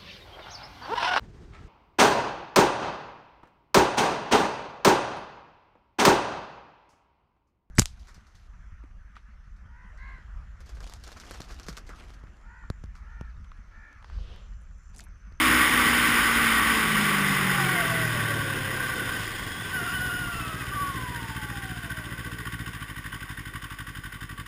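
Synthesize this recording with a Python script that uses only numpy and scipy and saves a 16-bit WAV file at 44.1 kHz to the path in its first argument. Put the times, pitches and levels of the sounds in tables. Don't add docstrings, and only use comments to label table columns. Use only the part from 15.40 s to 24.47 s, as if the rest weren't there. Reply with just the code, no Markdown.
import sys
import numpy as np
from scipy import signal
from scipy.fft import rfft, irfft, next_fast_len
from scipy.io import wavfile
from scipy.ndimage import uniform_filter1d, map_coordinates

SR = 44100
rng = np.random.default_rng(int(sys.argv[2]) if len(sys.argv) > 2 else 0)


def transcribe(u):
    v = np.clip(np.atleast_2d(u).T, -1, 1)
    q = np.round(v * 32767).astype(np.int16)
    wavfile.write(sys.argv[1], SR, q)


def voltage_ratio(decibels):
    exponent = np.asarray(decibels, float) / 20
    return 10 ** exponent


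N = 399987

# centre in Hz, width in Hz, level in dB.
CASE_MODES = [(1149, 67, 7.5), (1540, 116, 11), (1898, 241, 8), (3057, 310, -2), (3547, 99, 0.5),
              (5064, 466, 6.5)]


def unit(x):
    return x / np.sqrt(np.mean(x ** 2) + 1e-20)


def along(points, hz):
    f, v = np.transpose(points)
    return np.interp(np.log(hz + 1), np.log(f + 1), v)


def law(rows, control):
    at, *columns = np.transpose(rows)
    return [np.interp(control, at, column) for column in columns]


def curves(rows):
    return law(rows, np.arange(N) / SR)


def wobble(rate, count=N):
    knots = rng.standard_normal(int(count * rate / SR) + 4)
    return map_coordinates(knots, [np.arange(count) * rate / SR])


def filtered(x, response):
    m = next_fast_len(N + SR // 2)
    return irfft(rfft(x, m) * response(np.fft.rfftfreq(m, 1 / SR)), m)[..., :N]


def modes(table, f):
    return np.array([voltage_ratio(db) * 1j * f * w / (c * c - f * f + 1j * f * w) for c, w, db in table])


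def rush(spectrum, patchy_db):
    z = signal.stft(rng.standard_normal(N), nperseg=512)[2]
    field = uniform_filter1d(rng.standard_normal(z.shape), size=5, axis=0)
    field = uniform_filter1d(field, size=6, axis=1)
    white = signal.istft(z * voltage_ratio(patchy_db * unit(field)), nperseg=512)[1][:N]
    return unit(filtered(white, lambda hz: voltage_ratio(along(spectrum, hz))))


def exhaust(cycle):
    # place 0-1, level in dB.
    firings = [
        (.99, -.5),
        (.23, .3),
    ]
    # delay in seconds, level in dB.
    answers = [
        (.0175, -10.5),
        (.0358, -19),
    ]
    # centre in Hz, width in Hz, level in dB.
    muffler = [(96, 30, -14), (188, 36, -2), (316, 30, -2), (425, 40, -3)]
    pushes = np.zeros(N + SR)
    for place, db in firings:
        at = np.flatnonzero(np.diff(np.floor(cycle - place)))
        pushes[at] = voltage_ratio(db + 1.2 * rng.standard_normal(N)[at])
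    second_firing = at
    for delay_s, db in answers:
        pushes[second_firing + round(delay_s * SR)] += voltage_ratio(db) * pushes[second_firing]

    def pipe(f):
        rounded = np.exp(-(f / 210) ** 2) * f * f / (f * f + 35 ** 2)
        returned = .7 * np.exp(-2j * np.pi * f * .0052 - (f / 900) ** 2)
        suction = .38 * np.exp(2j * np.pi * f * .0012)
        return rounded * (1 - returned - suction) * (1 + modes(muffler, f).sum(axis=0))

    return unit(filtered(pushes[:N], pipe))


def crank(cycle, speed):
    # order, throttle open in dB, throttle shut in dB, speed below which it fades in cycles
    # per second, loss in dB per cycle per second.
    orders = [(1, -41, -51, 23, 5), (3, -49, -34, 36.4, 1.8), (4, -34, -32.5, 48, 0.6),
              (5, -43.5, -71, 45, 10), (8, -48, -46.5, 41, 10)]
    shut_at_s, shut_takes_s = 1.46, .1
    t = np.arange(N) / SR
    shut = np.clip((t - shut_at_s) / shut_takes_s + .5, 0, 1)
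    boom_db = 13 * np.exp(-t / 0.28)
    out = np.zeros(N)
    for k, open_db, shut_db, fade_hz, loss in orders:
        db = open_db + shut * (shut_db - open_db) - loss * np.maximum(fade_hz - speed, 0)
        db = db + boom_db * (k == 5)
        level = (speed > 16) * voltage_ratio(db + 3 + 1.5 * wobble(12))
        out += level * np.sin(2 * np.pi * k * cycle + .3 * wobble(9))
    return out


def hum(cycle, fourth_db, eighth_db):
    fourth = np.cos(2 * np.pi * (4 * cycle + .05))
    eighth = np.cos(2 * np.pi * (8 * cycle - .15))
    return voltage_ratio(fourth_db + 2.5) * fourth + voltage_ratio(eighth_db) * eighth


def valves(cycle):
    # start 0-1, level in dB.
    bursts = [
        (.76, 0),
        (.99, .5),
        (.22, -8),
        (.49, -16),
    ]
    # frequency in Hz, level in dB per Hz.
    rasp = [(300, -49), (620, -21), (900, -11), (1300, -5.5), (1700, -6), (2300, -10.5), (2700, -5.5),
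            (3600, -12), (4300, -17.5), (5400, -25), (5900, -27.5)]
    gate = np.zeros(N)
    for start, db in bursts:
        since = (cycle - start) % 1
        strength_db = rng.standard_normal(1000)[np.floor(cycle - start + 2).astype(int)]
        rise = 1 - np.exp(-(since / .052) ** 2)
        gate += voltage_ratio(db + strength_db) * rise * np.exp(-(since / .21) ** 2)
    grit = voltage_ratio(0.2 * wobble(300))
    return unit(gate * grit * rush(rasp, patchy_db=1.4))


def whine(table, tones_db, blur):
    fade_s = .025
    t, start_s, end_s = np.arange(N) / SR, table[0][0], table[-1][0]
    sounding = np.clip(np.minimum(t - start_s, end_s - t) / fade_s + 1, 0, 1)
    span = sounding > 0
    hz, level_db = (c[span] for c in curves(table))
    n = len(hz)
    unsteady_hz = hz * (1 + blur * wobble(110, count=n) + .003 * wobble(14, count=n))
    turn = 2 * np.pi * np.cumsum(unsteady_hz) / SR
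    grid = np.arange(100, 6000, 10.)
    lift = np.abs(1 + modes(CASE_MODES, grid).sum(axis=0)) ** 1.08
    tones = np.zeros(n)
    for k, db in enumerate(tones_db):
        chatter = voltage_ratio(2.8 * wobble(45, count=n) + .4 * k * wobble(9, count=n))
        level = voltage_ratio(level_db + db + 3) * chatter * np.interp((k + 1) * hz, grid, lift)
        tones += level * np.sin((k + 1) * turn)
    out = np.zeros(N)
    out[span] = tones
    return sounding * out


def drive():
    # time in seconds, pitch in Hz, level in dB.
    belt = [
        (2.05, 849.3, -48),
        (2.17, 809, -47.5),
        (2.25, 775, -42),
        (2.38, 700, -41),
        (2.63, 649, -43.5),
        (2.72, 615, -51),
        (2.92, 572, -49),
        (3.2, 530, -53.5),
        (3.75, 495, -52.5),
    ]
    high_whistle = [
        (3.8, 3310, -54),
        (4.05, 3310, -48),
        (4.25, 3370, -47),
        (4.31, 3260, -50),
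    ]
    belt_tones_db = (3, -7.5, -3.5)
    return whine(belt, belt_tones_db, blur=0.01888) + whine(high_whistle, (-3,), blur=0.0216)


def brake():
    # time in seconds, pitch in Hz, level in dB.
    first = [
        (4.34, 777.4, -50),
        (4.36, 747, -44),
        (4.42, 700, -44),
        (4.5, 698, -43.5),
        (4.55, 743, -43.5),
        (4.84, 724, -43.5),
        (4.92, 692, -45),
        (5.04, 649, -45),
        (5.25, 627, -49.5),
    ]
    second = [
        (5.33, 588, -45),
        (5.4, 575, -43),
        (5.5, 558, -43),
        (5.54, 528, -46),
        (5.7, 489, -44),
        (6.1, 418, -54),
        (6.42, 352, -53),
        (6.7, 288, -60),
        (7.12, 186, -58),
    ]
    other_pad = [
        (5.1, 1640, -60),
        (5.2, 1600, -42),
        (5.3, 1540, -50),
        (5.5, 1430, -39),
    ]
    first_tones_db = (-9, 0, -30, -6)
    second_tones_db = (-18, 0, -24, -23)
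    squeezes = whine(first, first_tones_db, blur=0.0191) + whine(second, second_tones_db, blur=0.01547)
    return squeezes + whine(other_pad, (-12,), blur=0.00736)


def snow(hiss_db):
    # frequency in Hz, level in dB per Hz.
    hiss_colour = [(150, -53), (330, -9), (480, -30), (620, -14.5), (900, -8), (1300, -2), (1700, -7.5),
                   (2200, -4), (2700, -6), (3600, -11.5), (4300, -18), (5400, -21), (5900, -22.5)]
    flutter_db = 0.44 * wobble(8.2) + 0.11 * wobble(200)
    return voltage_ratio(hiss_db - 9 + flutter_db) * rush(hiss_colour, patchy_db=1.02)


def track(speed, rumble_db):
    # frequency in Hz, level in dB per Hz.
    drumming = [(12, -43), (20, -21), (54, -9), (103, -11), (182, -8), (235, -6), (274, -6.5), (600, -17.5),
                (780, -54), (1320, -120)]
    rumble = [(12, -45), (20, -14), (54, -8), (114, 1), (375, -5), (520, -9.5), (600, -15.5), (780, -10),
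              (1320, -120)]
    fast = np.clip((speed - 40) / 16, 0, 1)
    both = np.sqrt(fast) * rush(drumming, patchy_db=1.5) + np.sqrt(1 - fast) * rush(rumble, patchy_db=2.0)
    return voltage_ratio(rumble_db + 0.38 * wobble(14)) * both


def buffet(turned):
    # frequency in Hz, level in dB per Hz.
    thud_colour = [(15, -30), (28, -3), (70, 0), (110, -14), (200, -120)]
    return turned * voltage_ratio(-47 + 1.2 * wobble(12)) * rush(thud_colour, patchy_db=6.0)


def camera_case(hiss, clatter, ring_db, bowed, turned):
    # centre in Hz, width in Hz, level in dB.
    shaded_bands = [(1299, 197, 0.5), (1676, 45, -3), (2267, 500, -4), (725, 96, 4)]
    rings = filtered(hiss + clatter, lambda f: modes(CASE_MODES, f))
    direct = hiss + voltage_ratio(-7) * clatter
    middle = voltage_ratio(-3 + 9.5 * bowed - 3.5 * turned)
    inside = direct + voltage_ratio(ring_db) * (rings.sum(axis=0) - rings[1]) + middle * rings[1]
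    shade = np.clip(bowed * (0.83 + 0.2 * turned), 0, 1)
    inside = inside - shade * filtered(inside, lambda f: modes(shaded_bands, f).sum(axis=0))
    treble = filtered(inside, lambda f: 1 / (1 + (3900 / (f + 1)) ** 8))
    return inside + (voltage_ratio(3 * turned) - 1) * treble


def scene():
    # time in seconds, speed in cycles per second.
    slowing = [(0.0, 63.39), (1.44, 55.23), (1.6, 51.87), (2.16, 46.47), (2.4, 42.25), (3.68, 29.34),
               (4.0, 25.0), (4.4, 17.77), (4.6, 15.19), (4.76, 14.18), (5.04, 14.72), (6.32, 14.6),
               (6.4, 14.31), (7.2, 14.55), (7.64, 12.09), (8.48, 12.1), (8.56, 11.67), (9.1, 11.87)]
    # time in seconds, hiss in dB.
    glide = [(0, -17), (.48, -17.5), (.93, -18.5), (1.4, -20), (2.19, -23.5), (2.65, -26.5), (3.2, -30),
             (3.76, -30), (4.14, -34.5), (4.5, -31.5), (4.65, -34.5), (5.56, -36), (6.09, -38.5),
             (7.12, -42.5), (8.06, -45.5), (9.07, -48.5)]
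    # hiss in dB, rumble in dB, case ring in dB.
    with_glide = [(-48, -56.5, 3), (-45, -54.5, 4.5), (-33.5, -41.5, 2), (-27.5, -35.5, 2.5), (-19, -35, 0),
                  (-17, -33.5, 1.5)]
    # speed in cycles per second, valve clatter in dB, exhaust beat in dB,
    # fourth hum in dB, eighth hum in dB.
    with_speed = [(12.1, -42, -39.5, -49.5, -95), (14.75, -41, -36.5, -56, -52),
                  (19, -39.5, -43.5, -62, -72), (35.8, -37.5, -47.5, -90, -90),
                  (45.6, -30.5, -50, -90, -90), (63, -35, -66, -90, -90)]
    # time in seconds, bowed 0-1, turned aside 0-1.
    head = [(0, 0, 0), (2, 0, 0), (2.5, 0.82, 0), (3, 1, 0), (3.72, 1, 0.33), (3.84, 0.63, 1),
            (4.3, 0.9, 0.6), (4.5, 1, 0.8), (5.1, 0.95, 0.85), (5.6, 0.8, 0.42), (6.2, 1, 0.25),
            (6.6, 0.95, 0), (7.2, 0.57, 0.02), (9.07, 0.5, 0.14)]
    speed, = curves(slowing)
    cycle = np.cumsum(speed) / SR - .444
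    hiss_db, = curves(glide)
    rumble_db, ring_db = law(with_glide, hiss_db)
    valve_db, beat_db, fourth_db, eighth_db = law(with_speed, speed)
    bowed, turned = np.clip(curves(head), 0, 1)
    engine = voltage_ratio(beat_db) * exhaust(cycle) + crank(cycle, speed) + hum(cycle, fourth_db, eighth_db)
    clatter = voltage_ratio(valve_db - 6.5) * valves(cycle)
    ringing = camera_case(snow(hiss_db), clatter, ring_db, bowed, turned)
    mix = engine + ringing + drive() + brake() + track(speed, rumble_db) + buffet(turned)
    return mix[None]


def roll_off(x):
    return signal.sosfilt(signal.butter(12, 16580, fs=SR, output="sos"), x)


def record(dry):
    hold_hz, top_hz = 12000, 15440
    band = filtered(dry, lambda hz: np.clip((hold_hz / 2 - hz) / 250, 0, 1) ** .5)
    sampled = band * (1 + 2 * np.cos(2 * np.pi * hold_hz * np.arange(N) / SR))
    held = filtered(sampled, lambda hz: np.sinc(hz / hold_hz) / np.sinc(hz / (4 * hold_hz)) * (hz < top_hz))
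    return roll_off(held)


dry = scene()
out = record(dry)
transcribe(out)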